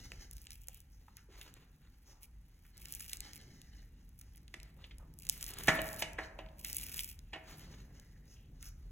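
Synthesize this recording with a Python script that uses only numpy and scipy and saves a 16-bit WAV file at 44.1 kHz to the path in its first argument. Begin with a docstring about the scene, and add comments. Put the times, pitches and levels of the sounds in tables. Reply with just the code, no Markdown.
"""Peeling carbon fibre from a trough

A workshop, close up, on a hand-held stereo microphone. Gloved hands peel a resin-soaked bundle of carbon
fibre out of a long aluminium trough, a little to the right. Tacky resin threads crackle and snap, sleeves
and gloves rustle, and the trough, lifted by the sticking fibre, drops back on its stand, knocks and rings.
The shop rumbles low underneath."""
import sys
import numpy as np
from scipy import signal
from scipy.fft import rfft, irfft, next_fast_len
from scipy.io import wavfile
from scipy.ndimage import map_coordinates

SR = 44100
rng = np.random.default_rng(int(sys.argv[2]) if len(sys.argv) > 2 else 0)


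def store_wav(level_fs):
    """Save 16-bit WAV to argv[1]."""
    pcm = np.round(np.clip(np.atleast_2d(level_fs), -1, 1) * 32767)
    wavfile.write(sys.argv[1], SR, pcm.T.astype(np.int16))


N = 392931

# the trough landing on its stand: start_s, low_db, middle_db, high_db, click_db, clatter_t60_s
KNOCK_HITS = [(4.54, -65, -56, -75, -50, 0.018), (5.6811, -27, -20.5, -33.5, -29, 0.074),
              (5.7885, -37.5, -42.5, -40.5, -57, 0.041), (6.0212, -39, -46, -34.5, -36.5, 0.041),
              (6.185, -41, -37.5, -52, -55, 0.071), (6.3885, -45.5, -53.5, -50, -64, 0.045),
              (7.3308, -49.5, -47.5, -43.5, -59, 0.092), (7.357, -49.5, -53.5, -55, -75, 0.1)]
# modes of the aluminium trough: pitch_hz, level_db, t60_s
TROUGH_MODES = [(313, 1, .32), (378, -7, .28), (500, -9, .35), (641, 3.5, .66), (653, -4, .3),
                (705, -7, .4), (790, -5, .25), (753, -3, .28), (963, -4, .38), (1086, -8, .25),
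                (1154, -5, .25), (1310, -7, .42), (1385, -8, .4), (1480, -5, .3), (1673, -3, .2),
                (1721, -2, .25), (1795, -2, .25), (1830, -5, .3), (1906, 0, .25), (1924, -1, .3),
                (2011, -3, .22), (2057, -3, .22), (2105, -4, .38), (2190, -1, .32), (2240, -3, .22),
                (2362, -4, .22), (2492, -3, .22), (2760, -3, .22), (2900, 2, .2), (2930, 1, .2),
                (3004, -3, .22), (3950, -7, .2)]


def from_db(db):
    """Decibels to gain."""
    return 10 ** (np.asarray(db) / 20)


def rms_one(x):
    """Scale to unit rms."""
    return x / np.sqrt(np.mean(x ** 2) + 1e-20)


def in_time(rows):
    """Read rows of time_s, value at every sample."""
    return np.interp(np.arange(N) / SR, *np.transpose(rows))


def at_hz(points, hz):
    """Read rows of frequency_hz, value on a log-frequency axis."""
    points_hz, values = np.transpose(points)
    return np.interp(np.log(np.maximum(hz, 1)), np.log(points_hz), values)


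def drift(per_s):
    """Random wandering with unit rms."""
    knots = rng.standard_normal(4096)
    return rms_one(np.interp(np.arange(N) / SR * per_s, np.arange(len(knots)), knots))


def dying(t60, size):
    """An envelope that falls 60 dB in t60 seconds."""
    return from_db(-60 * np.arange(size) / SR / t60)


def band(x, low_hz, high_hz):
    """Causal band-pass."""
    return signal.sosfilt(signal.butter(2, [low_hz, high_hz], "band", fs=SR, output="sos"), x)


def colour(x, spectrum, size=4096):
    """Minimum-phase filter with the shape of the given spectrum; white noise keeps its power."""
    gain = from_db(at_hz(spectrum, np.arange(size // 2 + 1) * SR / size))
    cepstrum = irfft(np.log(gain))
    cepstrum[1:size // 2] *= 2
    cepstrum[size // 2 + 1:] = 0
    response = irfft(np.exp(rfft(cepstrum)))
    return signal.oaconvolve(x, response / np.linalg.norm(response))[:len(x)]


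def resonate(x, hz, width_hz):
    """A two-pole resonance with unit gain at its peak."""
    r = np.exp(-np.pi * width_hz / SR)
    feedback = [1, -2 * r * np.cos(2 * np.pi * hz / SR), r * r]
    return signal.lfilter((1 - r * r) / 2 * np.array([1, 0, -1]), feedback, x)


def add(track, start_s, sound):
    """Mix a sound into a track."""
    start = int(start_s * SR)
    track[start:start + len(sound)] += sound[:N - start]


def gestures(rows, attack_s, release_s, idle_db):
    """Gain of overlapping movements: each swells, holds and dies away; their powers add."""
    t, power = np.arange(N) / SR, from_db(idle_db) ** 2
    for start_s, length_s, level_db in rows:
        swell = np.clip((t - start_s) / attack_s, 0, 1)
        fade = np.exp(-np.clip((t - start_s - length_s) / release_s, 0, 20))
        power = power + (from_db(level_db) * swell * fade) ** 2
    return np.sqrt(power)


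def friction(rows, width_ratio, grain_db=3.5):
    """Each short slide swells and fades in a noise band of its own, in uneven slips."""
    out = np.zeros(N)
    for start_s, length_s, level_db, hz in rows:
        size = int(length_s * SR)
        slide = rms_one(band(rng.standard_normal(size), hz / width_ratio, hz * width_ratio))
        add(out, start_s, from_db(level_db) * slide * np.sin(np.linspace(0, np.pi, size)))
    return out * rms_one(from_db(grain_db * drift(110)))


def shop_air(rumble_db=-1.0, swell_db=1.5, hiss_db=-82.5):
    """Room tone: a low rumble, swelling at random, under a faint steady hiss, wide in the treble."""
    # slow course of the rumble: time_s, level_db
    rumble_levels = [(0.0, -55), (1.8, -61.5), (3.3, -56.5), (4.4, -56.5), (5.7, -52.5), (6.6, -55.5),
                     (7.7, -54.5), (8.9, -53)]
    # spectra of the rumble and the hiss: frequency_hz, level_db
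    rumble_spectrum = [(12, -17.5), (25, -7.5), (45, 8.5), (80, -1), (150, -15), (300, -35.5), (600, -49.5),
                       (2000, -65)]
    hiss_spectrum = [(300, -7), (600, -9), (800, 6.5), (1050, -4.5), (1900, 0.5), (4000, -11.5),
                     (8000, -10.5), (15000, -9.5)]
    swell = from_db(in_time(rumble_levels) + rumble_db + swell_db * drift(9))
    rumble = swell * colour(rng.standard_normal(N), rumble_spectrum)
    side = band(colour(rng.standard_normal(N), hiss_spectrum), 1500, 19000) * np.array([[1], [-1]])
    mid = colour(rng.standard_normal(N), hiss_spectrum)
    return rumble + from_db(hiss_db) * (mid + 0.88 * side)


def workshop_echo(x, build_s=0.0012):
    """Diffuse echoes build up and die, the treble first; both microphone ports hear the bass alike."""
    # reverberation of the workshop: frequency_hz, t60_s
    decay_times = [(200, 0.89), (530, 1), (1400, 0.9), (3700, 0.21), (9700, 0.45), (16000, 0.27)]
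    mid, side = rng.standard_normal((2, SR))
    noise = mid + .65 * band(side, 500, 19000) * np.array([[1], [-1]])
    edges_hz, response = np.geomspace(80, 19000, num=10), 0
    for k, (low, high) in enumerate(zip(edges_hz, edges_hz[1:])):
        t60 = at_hz(decay_times, np.sqrt(low * high))
        response = response + (-1) ** k * band(noise, low, high) * dying(t60, SR)
    response *= 1 - np.exp(-np.arange(SR) / SR / build_s)
    return signal.oaconvolve(x[None], response / np.linalg.norm(response[0]), axes=1)[:, :N]


def handling_flutter(gain_db=-4.5, swing_db=2.2):
    """Moving cloth and the hand-held microphone make a low, unsteady flutter."""
    # course of the handling noise: time_s, level_db
    flutter_levels = [(0.0, -56), (0.5, -70.5), (1.45, -64), (2.3, -68), (3.4, -57.5), (4.25, -65),
                      (4.6, -61.5), (5.9, -52.5), (7.14, -61.5), (7.8, -57), (8.2, -60), (8.9, -58)]
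    # its spectrum: frequency_hz, level_db
    flutter_spectrum = [(40, -4.5), (80, 2), (150, 1.5), (250, -4.5), (400, -16), (700, -26.5), (2000, -45)]
    flutter = colour(rng.standard_normal(N), flutter_spectrum)
    return flutter * from_db(in_time(flutter_levels) + gain_db + swing_db * drift(11))


def scrapes():
    """A stick and the gloves scrape on the trough and along the bundle, each time in a narrow band."""
    # scraping movements: start_s, length_s, level_db, centre_hz
    slides = [(0.42, 0.18, -72.5, 2700), (0.56, 0.29, -73, 2900), (1.16, 0.08, -72, 1450),
              (1.79, 0.13, -78, 1650), (3.5, 0.45, -79, 1900), (7.26, 0.06, -76, 2900),
              (7.7, 0.62, -77, 1850), (8.28, 0.24, -75, 2800), (8.6, 0.12, -74, 1400)]
    return friction(slides, width_ratio=1.17)


def sleeve_flaps(gain_db=-5.0):
    """Folds of the denim sleeves flap dully."""
    # moving folds: start_s, length_s, level_db, centre_hz
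    folds = [(0.08, 0.1, -63, 473), (0.99, 0.069, -72, 447), (1.32, 0.14, -67, 420), (1.5, 0.097, -88, 400),
             (2.06, 0.1, -68, 596), (3.36, 0.19, -77, 470), (3.62, 0.27, -83, 420),
             (4.53, 0.059, -57.5, 296), (4.75, 0.14, -66, 480), (4.97, 0.13, -66, 650),
             (7.62, 0.19, -64.5, 390), (7.8, 0.25, -71, 480), (8.18, 0.13, -70.5, 402),
             (8.34, 0.12, -77, 450), (8.78, 0.25, -77.5, 422)]
    return from_db(gain_db) * friction(folds, width_ratio=1.46)


def rustle(rub_db=-1.5, hollow_db=-3.5, grain_db=2.5, slip_db=3.0):
    """Denim and glove rubber rub and swish in uneven little slips, sounding hollow inside the trough."""
    # strokes of sleeves and gloves: start_s, length_s, rub_level_db, swish_offset_db, hollow_offset_db
    strokes = [(-0.04, 0.27, -70.5, 8, 9), (0.262, 0.15, -84.5, 14, 11), (0.44, 0.09, -74, 0, 7.5),
               (0.56, .22, -97, 10, -4), (0.9, 0.029, -83.5, 17, -2), (1.148, 0.023, -73.5, 15, 17.5),
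               (1.27, 0.21, -63, -5.5, -4), (1.45, 0.19, -71.5, -11, -6), (1.78, 0.07, -73.5, -18, -18),
               (2.049, 0.033, -64.5, 4.5, -14), (2.68, 0.22, -72.5, -11, 3), (2.84, 0.568, -73, 1, 9),
               (3.19, 0.098, -68, 1, 8), (3.358, 0.45, -79.5, 7.5, 11.5), (4.17, 0.17, -78.5, 0, -17),
               (4.552, 0.15, -67.5, -20, 1.5), (4.758, 0.066, -62.5, -27, -2.5),
               (5.218, 0.84, -63, -9, 0.5), (5.529, 0.3, -53.5, -16.5, -9), (6.178, 0.027, -60.5, 8.5, 17),
               (6.63, 0.36, -65.5, 5, 5.5), (7.41, 0.13, -58.5, -5, -7), (7.54, 0.24, -64.5, -2.5, 0.5),
               (7.76, 0.38, -80, 2.5, 2.5), (8.26, 0.063, -76.5, 11.5, 2), (8.59, 0.087, -75.5, 14.5, 7)]
    # spectra of rubbing cloth and of a sliding sleeve: frequency_hz, level_db
    rub_spectrum = [(150, -8), (400, -3), (600, -10), (1200, -7.5), (2000, -7), (3500, -9), (5000, -14),
                    (15000, -32.5)]
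    swish_spectrum = [(2500, -25), (4000, -20.5), (4900, 10.5), (6500, 10.5), (7600, -5.5), (9000, -3),
                      (11000, -3.5), (15000, -6)]
    # resonances around a glove in the trough: centre_hz, width_hz, level_db
    cavity_modes = [(805, 70, -3), (1710, 110, 0.5), (2020, 140, 5), (2940, 220, 2.5), (3790, 180, -1.5),
                    (4140, 420, 1.5)]
    start_s, length_s, level_db, swish_offset_db, hollow_offset_db = np.transpose(strokes)

    def stroke_gain(offset_db, idle_db):
        rows = zip(start_s, length_s, level_db + offset_db)
        return gestures(rows, attack_s=0.067, release_s=0.031, idle_db=idle_db)

    slips = rms_one(rng.standard_normal(N) * from_db(grain_db * drift(300) + slip_db * drift(35)))
    rub = from_db(rub_db) * colour(slips, rub_spectrum) * stroke_gain(0, idle_db=-82)
    swish = colour(slips, swish_spectrum) * stroke_gain(swish_offset_db, idle_db=-84)
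    cavity = rms_one(sum(from_db(db) * resonate(slips, hz, width) for hz, width, db in cavity_modes))
    read_position = np.cumsum(1 + .04 * drift(12))   # the cavity changes as the hand moves
    hollow = from_db(hollow_db) * map_coordinates(cavity, [read_position], order=1, mode="mirror")
    return rub + swish + hollow * stroke_gain(hollow_offset_db, idle_db=-82)


def trough_taps(width_ratio=1.37, ring_db=-11, ring_t60_s=.09, size=8192):
    """A touch on the hand-damped trough wakes a narrow group of modes; the nearest one rings briefly."""
    # light taps of stick and fingers: start_s, level_db, centre_hz, t60_s
    touches = [(0.119, -52, 2230, 0.0064), (0.682, -66.5, 600, 0.11), (0.684, -66.5, 1570, 0.021),
               (1.081, -61, 1100, 0.025), (1.169, -65.5, 2230, 0.14), (1.286, -63.5, 347, 0.17),
               (1.412, -55, 2700, 0.061), (2.12, -75.5, 930, 0.88), (2.65, -69.5, 1810, 0.099),
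               (3.004, -60.5, 1760, 0.031), (3.133, -58, 2520, 0.014), (4.21, -71, 1880, 0.06),
               (4.349, -71, 2500, 0.017), (4.376, -75, 2170, 0.021), (4.48, -68.5, 2600, 0.021),
               (4.541, -54, 2180, 0.027), (4.543, -62, 4000, 0.02), (4.79, -71.5, 1095, 0.058),
               (4.841, -53.5, 2888, 0.058), (4.909, -57.5, 2540, 0.085), (4.994, -68.5, 1030, 0.34),
               (6.462, -63.5, 2800, 0.017), (6.487, -67, 2900, 0.022), (6.646, -49, 2760, 0.077),
               (6.992, -43, 3330, 0.013), (7.739, -62, 2270, 0.032), (7.997, -75, 3050, 0.015),
               (8.628, -61.5, 1840, 0.062)]
    out, t = np.zeros(N), np.arange(size) / SR
    modes_hz = np.array(TROUGH_MODES)[:, 0]
    for start_s, level_db, hz, t60 in touches:
        tap = band(rng.standard_normal(size) * dying(t60, size), hz / width_ratio, hz * width_ratio)
        nearest_hz = modes_hz[np.argmin(abs(modes_hz - hz))]
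        ring = from_db(ring_db) * np.sin(2 * np.pi * nearest_hz * t) * dying(ring_t60_s, size)
        add(out, start_s, from_db(level_db) * (tap / np.std(tap[:600]) + ring))
    return out


def trough_ringing(gain_db=-11.5, scatter_db=1.5):
    """The trough's least damped modes ring on after each knock, in a slightly different mix each time."""
    out, t = np.zeros(N), np.arange(SR) / SR
    band_centres_hz = [550, 1600, 3200, 7000]
    for start_s, *levels_db, _ in KNOCK_HITS:
        knock_spectrum = list(zip(band_centres_hz, levels_db))
        for hz, mode_db, t60 in TROUGH_MODES:
            level_db = at_hz(knock_spectrum, hz) + mode_db + gain_db + scatter_db * rng.standard_normal()
            ring = rng.choice([-1, 1]) * np.sin(2 * np.pi * hz * t) * dying(t60, SR)
            add(out, start_s, from_db(level_db) * ring)
    return out


def trough_knocks(clatter_db=-2.5, lead_in_s=0.0062, lead_in_db=-18):
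    """A faint, brief mid-range noise comes just before each knock, then a short clatter of crowded modes."""
    # spectrum of the clatter: frequency_hz, level_db
    clatter_spectrum = [(70, -7), (150, 1), (240, -8), (315, -2.5), (450, -12), (660, -4.5), (1050, -9),
                        (1350, -12.5), (1850, -3.5), (2550, -7), (2900, -8.5), (4000, -16.5), (7000, -22),
                        (11000, -30), (15000, -47)]
    # only a heavy knock shakes the stand and reaches the bass: knock_low_db, lowest_hz
    bass_reach = [(-41, 380), (-36, 170), (-25, 23)]
    out, t = np.zeros(N), np.arange(SR) / SR
    for start_s, *levels_db, t60 in KNOCK_HITS:
        lowest_hz = np.interp(levels_db[0], *np.transpose(bass_reach))
        edges_hz = [lowest_hz, 1000, 2300, 4500, 17000]
        contact = 1 - np.exp(-t / (0.015 * t60))   # a longer clatter also starts more softly
        for low, high, level_db in zip(edges_hz, edges_hz[1:], levels_db):
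            burst = rng.standard_normal(SR) * contact * dying(t60, SR)
            clatter = band(colour(burst, clatter_spectrum), low, high)
            add(out, start_s, from_db(level_db + clatter_db) * clatter / np.std(clatter[:600]))
        lead_in = rms_one(band(rng.standard_normal(int(lead_in_s * SR)), 1400, 3000))
        add(out, start_s - lead_in_s, from_db(levels_db[1] + lead_in_db) * lead_in)
    return out


def resin_snaps(skirt_db=6.5, shiver_t60_s=.004, size=1024):
    """A thick thread parts with one sharp impulse and a weak shiver, too small to radiate any bass."""
    # threads of resin and glove rubber snapping: start_s, level_db, centre_hz
    threads = [(0.119, -50, 4000), (0.312, -49, 9200), (0.3298, -58, 6800), (0.3337, -50, 12500),
               (0.368, -52.5, 9500), (0.3816, -56, 6400), (0.4173, -53, 14900), (0.4299, -63, 13300),
               (0.4418, -62, 8200), (0.4692, -48.5, 3800), (0.5061, -46.5, 6600), (0.5189, -52, 5700),
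               (0.532, -53, 9200), (0.5568, -64, 6800), (0.5795, -61, 17000), (0.6173, -57, 15000),
               (0.6356, -56, 17000), (0.672, -52, 17000), (0.6845, -41, 10000), (0.7454, -47.5, 17400),
               (0.7737, -58, 17000), (0.804, -54.5, 11400), (1.1694, -49.5, 9400), (1.4137, -47.5, 4270),
               (1.54, -54.5, 6800), (2.229, -66, 8200), (2.2317, -52.5, 10700), (2.7709, -59, 7000),
               (2.7786, -53, 9200), (2.8123, -60, 11800), (2.8564, -45.5, 4400), (2.885, -52, 9200),
               (2.907, -58, 8900), (2.9241, -37, 14200), (2.9382, -46.5, 5960), (2.9502, -40.0, 12500),
               (2.998, -50, 9700), (3.0055, -46, 8200), (3.0089, -45, 9200), (3.0442, -54, 6400),
               (3.0814, -50, 10700), (3.0963, -46.5, 5130), (3.117, -53, 9000), (3.1324, -35.5, 6200),
               (3.1347, -45, 7800), (3.1706, -46.5, 7900), (3.2054, -39, 7000), (3.3336, -47.5, 6200),
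               (3.3587, -51.5, 8200), (3.414, -59.5, 5160), (3.6169, -54, 5760), (4.092, -62, 14300),
               (4.1908, -52, 16500), (4.1959, -60, 9200), (4.2128, -51.5, 12200), (4.2153, -57.5, 6800),
               (4.3596, -58, 14200), (4.3783, -62, 8200), (4.4804, -57.5, 4670), (4.601, -52.5, 3700),
               (4.6313, -53.5, 9030), (4.9838, -56, 8970), (5.1393, -61, 10350), (5.1888, -49.0, 12320),
               (5.1993, -54.5, 12570), (5.2215, -55, 9720), (5.2331, -57, 6200), (5.2514, -53, 8220),
               (5.2685, -47.0, 5500), (5.2905, -32.5, 9500), (5.2972, -25, 9500), (5.41, -46.0, 6000),
               (5.4277, -37.5, 7000), (5.442, -41, 8170), (5.4648, -44, 7700), (5.482, -46.5, 11800),
               (5.5083, -48, 10700), (5.516, -53, 8200), (5.5367, -46, 5320), (5.5406, -49, 11110),
               (5.5867, -42, 9500), (5.6367, -42, 10400), (5.6736, -37.5, 11450), (5.8178, -36.5, 12900),
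               (5.889, -45.5, 7200), (5.9304, -44.5, 10100), (5.9438, -48, 10700), (5.963, -49, 9500),
               (5.971, -54, 10100), (5.9961, -46.5, 9200), (6.008, -48, 9800), (6.133, -52.5, 6800),
               (6.5936, -53.5, 11100), (6.647, -38.5, 12500), (6.6485, -39, 6200), (6.686, -46, 11100),
               (6.7023, -45, 14200), (6.7301, -36, 11500), (6.747, -38.5, 16900), (6.76, -49, 7150),
               (6.7676, -30.5, 14400), (6.7842, -39, 11100), (6.7878, -46, 9460), (6.8125, -44, 7400),
               (6.8372, -40, 15600), (6.8424, -49, 13300), (6.922, -49, 12500), (6.9361, -52, 9800),
               (6.9436, -40.5, 9000), (6.9612, -48, 15000), (6.969, -44, 12100), (6.9928, -38, 4600),
               (7.0058, -43, 8730), (7.0346, -41.5, 12900), (7.045, -40, 10700), (7.0898, -51.5, 9200),
               (7.1035, -52, 11000), (7.1128, -58, 7700), (7.191, -54.5, 6000), (7.585, -56, 16000),
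               (7.9984, -56.5, 7040), (8.6276, -48, 7200)]
    out, edges_hz = np.zeros(N), [2000, 4500, 10000, 17000]
    bass_cut = signal.butter(2, 1400, "high", fs=SR, output="sos")
    for start_s, level_db, hz in threads:
        shiver = .22 * rng.standard_normal(size) * dying(shiver_t60_s, size)
        burst = signal.sosfilt(bass_cut, signal.unit_impulse(size) + shiver)
        for k, (low, high) in enumerate(zip(edges_hz, edges_hz[1:])):
            crack = (-1) ** k * band(burst, low, high)
            octaves_away = np.log2(np.sqrt(low * high) / hz)
            gain = from_db(level_db - skirt_db * octaves_away ** 2)
            add(out, start_s, gain * crack / np.std(crack[:88]))   # the first 2 ms set the level
    return out


def resin_crackle(breaks_per_s=220, firm_pull_db=-55, clump_db=4.5, size_spread_db=3.5, colour_db=2.0):
    """Tiny resin threads break in clumps, more of them the harder the pull, a few louder than the rest."""
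    # pulls that part the sticky fibre from trough or glove: start_s, length_s, level_db
    pulls = [(0.3, 0.16, -72), (0.485, 0.072, -66), (0.57, 0.07, -67), (0.65, 0.17, -70.5),
             (1.36, 0.095, -65.5), (2.2, 0.054, -61.5), (2.63, 0.1, -77), (2.76, 0.15, -62.5),
             (2.84, 0.32, -59.5), (3.32, 0.053, -58.5), (4.17, 0.065, -66.5), (4.335, 0.034, -63),
             (5.19, 0.17, -58.5), (5.28, 0.25, -56.5), (5.56, 0.21, -55.5), (5.78, 0.24, -53.5),
             (6.57, 0.085, -59.5), (6.64, 0.2, -52), (6.73, 0.2, -54.5), (6.92, 0.14, -47.5),
             (7.04, 0.087, -57.5), (7.11, 0.047, -62), (7.47, 0.15, -68), (8.6, 0.091, -61.5)]
    # spectrum of the tacky resin: frequency_hz, level_db
    tack_spectrum = [(1000, -21.5), (1600, -22.5), (2300, 4), (2950, 2.5), (3450, -1.5), (3850, -7),
                     (4300, -3.5), (5400, 1.5), (7500, -2), (9500, 1.5), (13500, 6.5), (16000, 1)]
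    peel = gestures(pulls, attack_s=0.041, release_s=0.0065, idle_db=-84.5)
    rate = breaks_per_s * (peel / from_db(firm_pull_db)) ** 0.29
    clumps = drift(45)
    breaks = np.flatnonzero(rng.random(N) < rate * from_db(clump_db * clumps) / SR)
    size_db = size_spread_db * np.minimum(rng.exponential(1, N), 2.8)
    sizes = rms_one(from_db(size_db) * rng.choice([-1, 1], N))[breaks]
    sizes *= np.sqrt(SR / rate[breaks])   # a faster rate alone adds no power
    edges_hz, crackle = np.geomspace(1200, 19000, num=8), 0
    for k, (low, high) in enumerate(zip(edges_hz, edges_hz[1:])):
        tint = rms_one(from_db(colour_db * rng.standard_normal(N)))   # each break has its own colour
        clicks = np.zeros(N)
        clicks[breaks] = sizes * tint[breaks]
        crackle = crackle + (-1) ** k * band(clicks + 1e-18, low, high)
    # threads too fine to tell apart
    fizz = from_db(-2.0 + 2.6 * clumps) * band(rng.standard_normal(N), edges_hz[0], edges_hz[-1])
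    return colour((crackle + fizz) * peel, tack_spectrum)


def scene(knock_room_db=-8.5, tap_room_db=-11.5, cloth_room_db=-8.0, resin_room_db=-13.5):
    """The resin is close and dry, its echo dull; the trough lies a little right and fills the room."""
    resin = resin_crackle() + resin_snaps()
    knocks, taps = trough_knocks(), trough_taps()
    cloth = rustle() + handling_flutter() + sleeve_flaps() + scrapes()
    to_the_right = from_db([[-.8], [.8]])
    trough = (knocks + taps + trough_ringing()) * to_the_right
    dull_resin = signal.lfilter(*signal.butter(1, 7000, fs=SR), resin)
    into_room = (from_db(resin_room_db) * dull_resin + from_db(knock_room_db) * knocks
                 + from_db(tap_room_db) * taps + from_db(cloth_room_db) * cloth)
    return resin + trough + cloth + workshop_echo(into_room) + shop_air()


def record(dry, cutoff_hz=16400):
    """A microphone with two close ports: the right hears the treble slightly later; the top is cut."""
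    # phase between the ports: frequency_hz, left_lead_rad
    port_phase = [(0, 0), (250, -.15), (700, -.65), (1200, -.5), (1800, .1), (2600, .8), (3900, 1.6),
                  (4700, 3.1), (6400, 5.7), (7500, 6.8), (8900, 9.4), (10500, 12.0), (11600, 13.1),
                  (13100, 15.7), (14700, 18.3), (17000, 20.5)]
    size = next_fast_len(N + 4096)
    hz = np.arange(size // 2 + 1) * SR / size
    lag_rad = np.interp(hz, *np.transpose(port_phase))
    right = irfft(rfft(dry[1], size) * np.exp(-1j * lag_rad), size)[:N]
    top_cut = signal.firwin(161, cutoff_hz, window=("kaiser", 7), fs=SR)
    return signal.oaconvolve(np.array([dry[0], right]), top_cut[None], "same", axes=1)


dry = scene()
out = record(dry)
store_wav(out)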